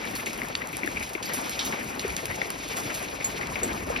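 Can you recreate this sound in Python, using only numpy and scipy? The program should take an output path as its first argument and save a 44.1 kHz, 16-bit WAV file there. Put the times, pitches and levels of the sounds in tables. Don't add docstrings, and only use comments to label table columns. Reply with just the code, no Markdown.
import sys
import numpy as np
from scipy import signal
from scipy.fft import rfft, irfft
from scipy.io import wavfile
from scipy.ndimage import uniform_filter1d

SR = 44100
rng = np.random.default_rng(int(sys.argv[2]) if len(sys.argv) > 2 else 0)


def store_pcm(level_fs):
    pcm = np.round(np.clip(level_fs, -1, 1) * 32767).astype(np.int16)
    wavfile.write(sys.argv[1], SR, np.atleast_2d(pcm).T)


N = 176400
TIME, AGE = np.arange(N) / SR, np.arange(12288) / SR
SCENE_HZ, IMPACT_HZ = (np.fft.rfftfreq(len(t), 1 / SR) for t in (TIME, AGE))


def undb(db):
    return 10 ** (np.asarray(db) / 20)


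def on_log(hz, points):
    knots_hz, values = np.array(points, float).T
    return np.interp(np.log(hz + 1), np.log(knots_hz), values)


def band(centre_hz, width_hz):
    detuning = (IMPACT_HZ ** 2 - centre_hz ** 2) / ((IMPACT_HZ + 1) * width_hz)
    return 1 / (1 + detuning ** 2 / 2)


# f/Hz, correlation coefficient
COHERENCE = [(100, .96), (330, .8), (600, .45), (1200, .3), (2100, .2), (2700, .65), (3600, 1)]

def noise(gain):
    size = 2 * (len(gain) - 1)
    coherence = on_log(np.fft.rfftfreq(size, 1 / SR), COHERENCE)
    mid, side = rfft(rng.standard_normal((2, size))) * gain * np.sqrt([1 + coherence, 1 - coherence])
    y = irfft(np.array([mid + side, mid - side]))
    return y / y.std()


def fade(t60):
    return np.exp(-np.log(1000) * AGE / t60)


def burst(gain, envelope):
    y = noise(gain) * envelope
    return y * np.sqrt(2 * np.sum(envelope ** 2) / np.sum(y ** 2))


def ring(hz, t60, sag, phase_spread):
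    envelope = (1 - np.exp(-(AGE / .001) ** 2)) * fade(t60)
    phase = 2 * np.pi * np.cumsum(hz * (1 + sag * (fade(t60) - .5))) / SR
    offset = phase_spread * rng.standard_normal((2, 1))
    return np.sqrt(2) * envelope / envelope.max() * np.sin(phase + offset)


def flutter(per_s, size=len(AGE)):
    hold = int(SR / per_s)
    steps = np.repeat(rng.standard_normal(size // hold + 2), hold)
    y = uniform_filter1d(steps, hold)[rng.integers(hold):][:size]
    return y / y.std()


def arrivals(per_s):
    times = rng.uniform(0, N / SR, size=600)
    deviates = rng.standard_normal((600, 3)).clip(-2, 2)
    return np.column_stack([times, deviates])[:int(per_s * N / SR)]


def leftward(db):
    return undb([[0], [-db]])


def add(out, start_s, sound):
    i = int(start_s * SR)
    out[:, i:i + sound.shape[-1]] += sound[:, :N - i]


# f/Hz, relative level/dB
WIND_SPECTRUM = [(20, -26), (48, -3), (85, -4), (170, -16), (500, -58)]
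# t/s, level/dB, 1/e half-width/s
WIND_GUSTS = [(0.99, -48, 0.052), (2.11, -40, 0.024), (2.287, -40, 0.037), (3.748, -45.5, 0.44)]

def wind():
    gusts = sum(undb(db) * np.exp(-((TIME - s) / width) ** 2) for s, db, width in WIND_GUSTS)
    return noise(undb(on_log(SCENE_HZ, WIND_SPECTRUM))) * (undb(-53) + gusts)


# f/Hz, relative spectral level/dB
PATTER_SPECTRUM = [(60, -11), (130, -4), (240, 0.5), (380, -2), (650, -2), (1000, -3), (1500, -6.5),
                   (2300, -4.5), (3100, -14), (4200, -17), (7000, -17.5), (10000, -25.5), (13000, -28.5),
                   (16000, -32)]
# t/s, relative patter level/dB, relative hiss level/dB
SHOWER_LEVELS = [(0,2,0.5), (.55,-1.5,-3.5), (1,1,0.5), (1.18,-3.5,-7), (1.35,0,4.5), (1.7,2.5,2.5),
                 (2.3,0,-0.5), (2.68,-2,3), (2.8,3,5.5), (3.12,-2,-0.5), (3.6,2.5,0)]

def far_patter():
    out, power = 0, 0
    swell_db = flutter(14, N)
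    colour = undb(on_log(SCENE_HZ, PATTER_SPECTRUM))
    times, *levels = np.array(SHOWER_LEVELS).T
    patter_db, hiss_db = (np.interp(TIME, times, db) for db in levels)
    for octave in range(6, 15):
        gain = colour * np.sqrt(np.clip(1 - abs(np.log2(SCENE_HZ + 1) - octave), 0, 1))
        pan = leftward(on_log(2 ** octave, [(60, 0), (500, 4), (2000, 4), (4000, 0)]))
        hiss_share = on_log(2 ** octave, [(2000, 0), (4000, 1)])
        wash = noise(gain) * np.linalg.norm(gain) * pan
        wash *= undb(swell_db + 3 * flutter(70, N))
        out += wash * undb(patter_db + hiss_share * (hiss_db - patter_db))
        power += wash.var()
    return out * undb(-35) / np.sqrt(power)


# t/s, f/Hz, level/dB, T60/s
HARD_STRIKES = [(.158,4400,-34,.06), (1.256,4700,-35,0.081), (1.257,12500,-40.5,.14),
                (3.243,7000,-20.5,0.12), (3.633,7300,-19.5,0.072)]

def pings():
    out = np.zeros((2, N))
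    for s, hz, db, t60 in HARD_STRIKES:
        add(out, s, undb(db) * burst(band(hz, width_hz=430), fade(t60)))
    return out


# t/s, f/Hz, thud level/dB, shudder level/dB, shudder T60/s
CUSHION_STRIKES = [(.829,296,-33.5,-27.5,0.22), (.876,312,-28,-37,.1), (1.152,366,-26.5,-39,0.068),
                   (2.0481,411,-21,-33,0.26), (2.71,454,-30,-38,.1), (3.62,443,-36,-24,0.22),
                   (3.662,280,-26.5,-31,0.55), (3.901,533,-21.5,-28,0.097)]

def cushions():
    out = np.zeros((2, N))
    thud_t60, sag = .05, .43
    for s, hz, thud_db, shudder_db, t60 in CUSHION_STRIKES:
        shudder = burst(band(hz, width_hz=.62 * hz), fade(t60) * (1 - fade(thud_t60)))
        thud = ring(hz, thud_t60, sag, phase_spread=.43)
        add(out, s, undb(thud_db) * thud + undb(shudder_db) * shudder)
    for s, force, pitch, _ in arrivals(per_s=45):
        pat = ring(hz=649 * 2 ** (.717 * pitch), t60=.028 * 2 ** (-.5 * pitch), sag=sag, phase_spread=.93)
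        add(out, s, undb(-39.5 + 3.7 * force) * pat)
    return out * leftward(2.1)


# t/s, f/Hz, relative crack level/dB, relative rattle level/dB
SHEET_STRIKES = [(.073,2180,-31,-37), (.267,2230,-33,-33), (.418,2030,-28.5,-34.5), (.618,2120,-24,-37.5),
                 (.73,2240,-29,-36.5), (.833,2060,-24,-32), (.875,1830,-19.5,-45), (.961,2420,-29,-33),
                 (1.006,2260,-36,-31), (1.151,2270,-23.5,-39), (1.294,1480,-26.5,-34.5),
                 (1.724,2170,-24,-31.5), (2.094,2300,-39,-34), (2.299,1830,-38,-32.5),
                 (2.416,1996,-17,-30.5), (2.707,2420,-34,-38), (3.2,2200,-34,-30), (3.4115,2000,-24.5,-34),
                 (3.557,2230,-22,-37), (3.9613,2300,-24,-31.5)]

def sheet_knocks():
    out = np.zeros((2, N))
    sheet_hz, crack_t60 = 2246, .014
    small = [(s, sheet_hz * 2 ** (.213 * pitch), -44.5 + 3 * force, -50 + 2 * (force + bounce))
             for s, force, bounce, pitch in arrivals(per_s=36)]
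    for s, hz, crack_db, rattle_db in list(SHEET_STRIKES) + small:
        smack = undb(-5) * burst(band(hz, width_hz=860), fade(.027))
        crack = undb(crack_db + 1) * (ring(hz, crack_t60, sag=.18, phase_spread=1) + smack)
        bounces = undb(5 * flutter(per_s=212).clip(-2, 2))
        bounces /= np.sqrt(np.mean(bounces ** 2))
        rattle_band = band((sheet_hz + hz) / 2, width_hz=380)
        rattle = undb(rattle_db + 4.5) * burst(rattle_band, fade(.21) * bounces)
        thump = undb(rattle_db) * burst(band(390, width_hz=690), fade(.12) * (1 - fade(crack_t60)))
        add(out, s, crack * leftward(10) + rattle * leftward(5) + thump * leftward(4))
    return out


# f/Hz, relative spectral level/dB
STONE_SPECTRUM = [(600, -20), (1900, -1), (3200, -1), (5000, -1.5), (7200, 4.5), (10000, 0.5),
                  (13000, -3.5), (16000, 1.5)]
# t/s, relative click level/dB, relative scatter level/dB, treble gain/dB
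GROUND_STRIKES = [(.1523,-41,-35,8), (.259,-40,-37.5,-6.5), (.331,-32,-51,-5), (.5517,-20.5,-45,-27),
                  (.672,-32.5,-58,-2), (.7676,-27,-48.5,0), (.8607,-31.5,-47,2), (1.0265,-42,-39.5,-8),
                  (1.0934,-36,-61,3), (1.1345,-35.5,-63,11), (1.2264,-35,-38,-13), (1.3351,-37,-31.5,5),
                  (1.4942,-27,-39,0), (1.5912,-28,-33,-20), (1.6498,-39,-34,0), (1.9939,-26.5,-41,-9),
                  (2.1649,-23.5,-38.5,-4), (2.2553,-24.5,-56,-7), (2.5027,-24.5,-45.5,-4),
                  (2.7677,-44,-35,-3.5), (2.9423,-47,-35.5,-2.5), (3.2436,-30,-37,1), (3.6325,-35,-38.5,-1)]

def ground_ticks():
    out = np.zeros((2, N))
    knots_hz = np.arange(0, SR / 2, 190)
    contact = (1 - np.exp(-(AGE / .00083) ** 4)) * fade(.012)
    small = [(s, -43.5 + 4.5 * force, -55.5 + 4.5 * spray, 1 + 6 * brightness)
             for s, force, spray, brightness in arrivals(per_s=47)]
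    for s, click_db, scatter_db, treble_db in list(GROUND_STRIKES) + small:
        resonances_db = 2.4 * np.interp(IMPACT_HZ, knots_hz, rng.standard_normal(len(knots_hz)))
        shelf_db = treble_db * on_log(IMPACT_HZ, [(4500, 0), (11500, 1)])
        colour = undb(on_log(IMPACT_HZ, STONE_SPECTRUM) + resonances_db + shelf_db)
        grain = undb(1.5 * flutter(per_s=900))
        click = undb(click_db + 4.5) * burst(colour, contact / contact.max())
        scatter = undb(scatter_db + 6) * burst(colour, grain * fade(.26))
        add(out, s, click + scatter)
    return out


def scene():
    return far_patter() + wind() + pings() + cushions() + sheet_knocks() + ground_ticks()


# f/Hz, lag/rad
RIGHT_LAG = [(250, 0), (600, 1.8), (1200, 2.9), (2000, 2.6), (2800, 0), (5000, 0), (6200, -1.4),
             (6900, -3.1), (8700, -3.1), (9400, -2.2), (10400, 0), (12300, .2), (13700, 3)]

def record(dry):
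    right = irfft(rfft(dry[1]) * np.exp(-1j * on_log(SCENE_HZ, RIGHT_LAG)), N)
    low_pass = signal.ellip(10, .2, 80, 15800, fs=SR, output="sos")
    return signal.sosfilt(low_pass, np.array([dry[0], right]))


dry = scene()
out = record(dry)
store_pcm(out)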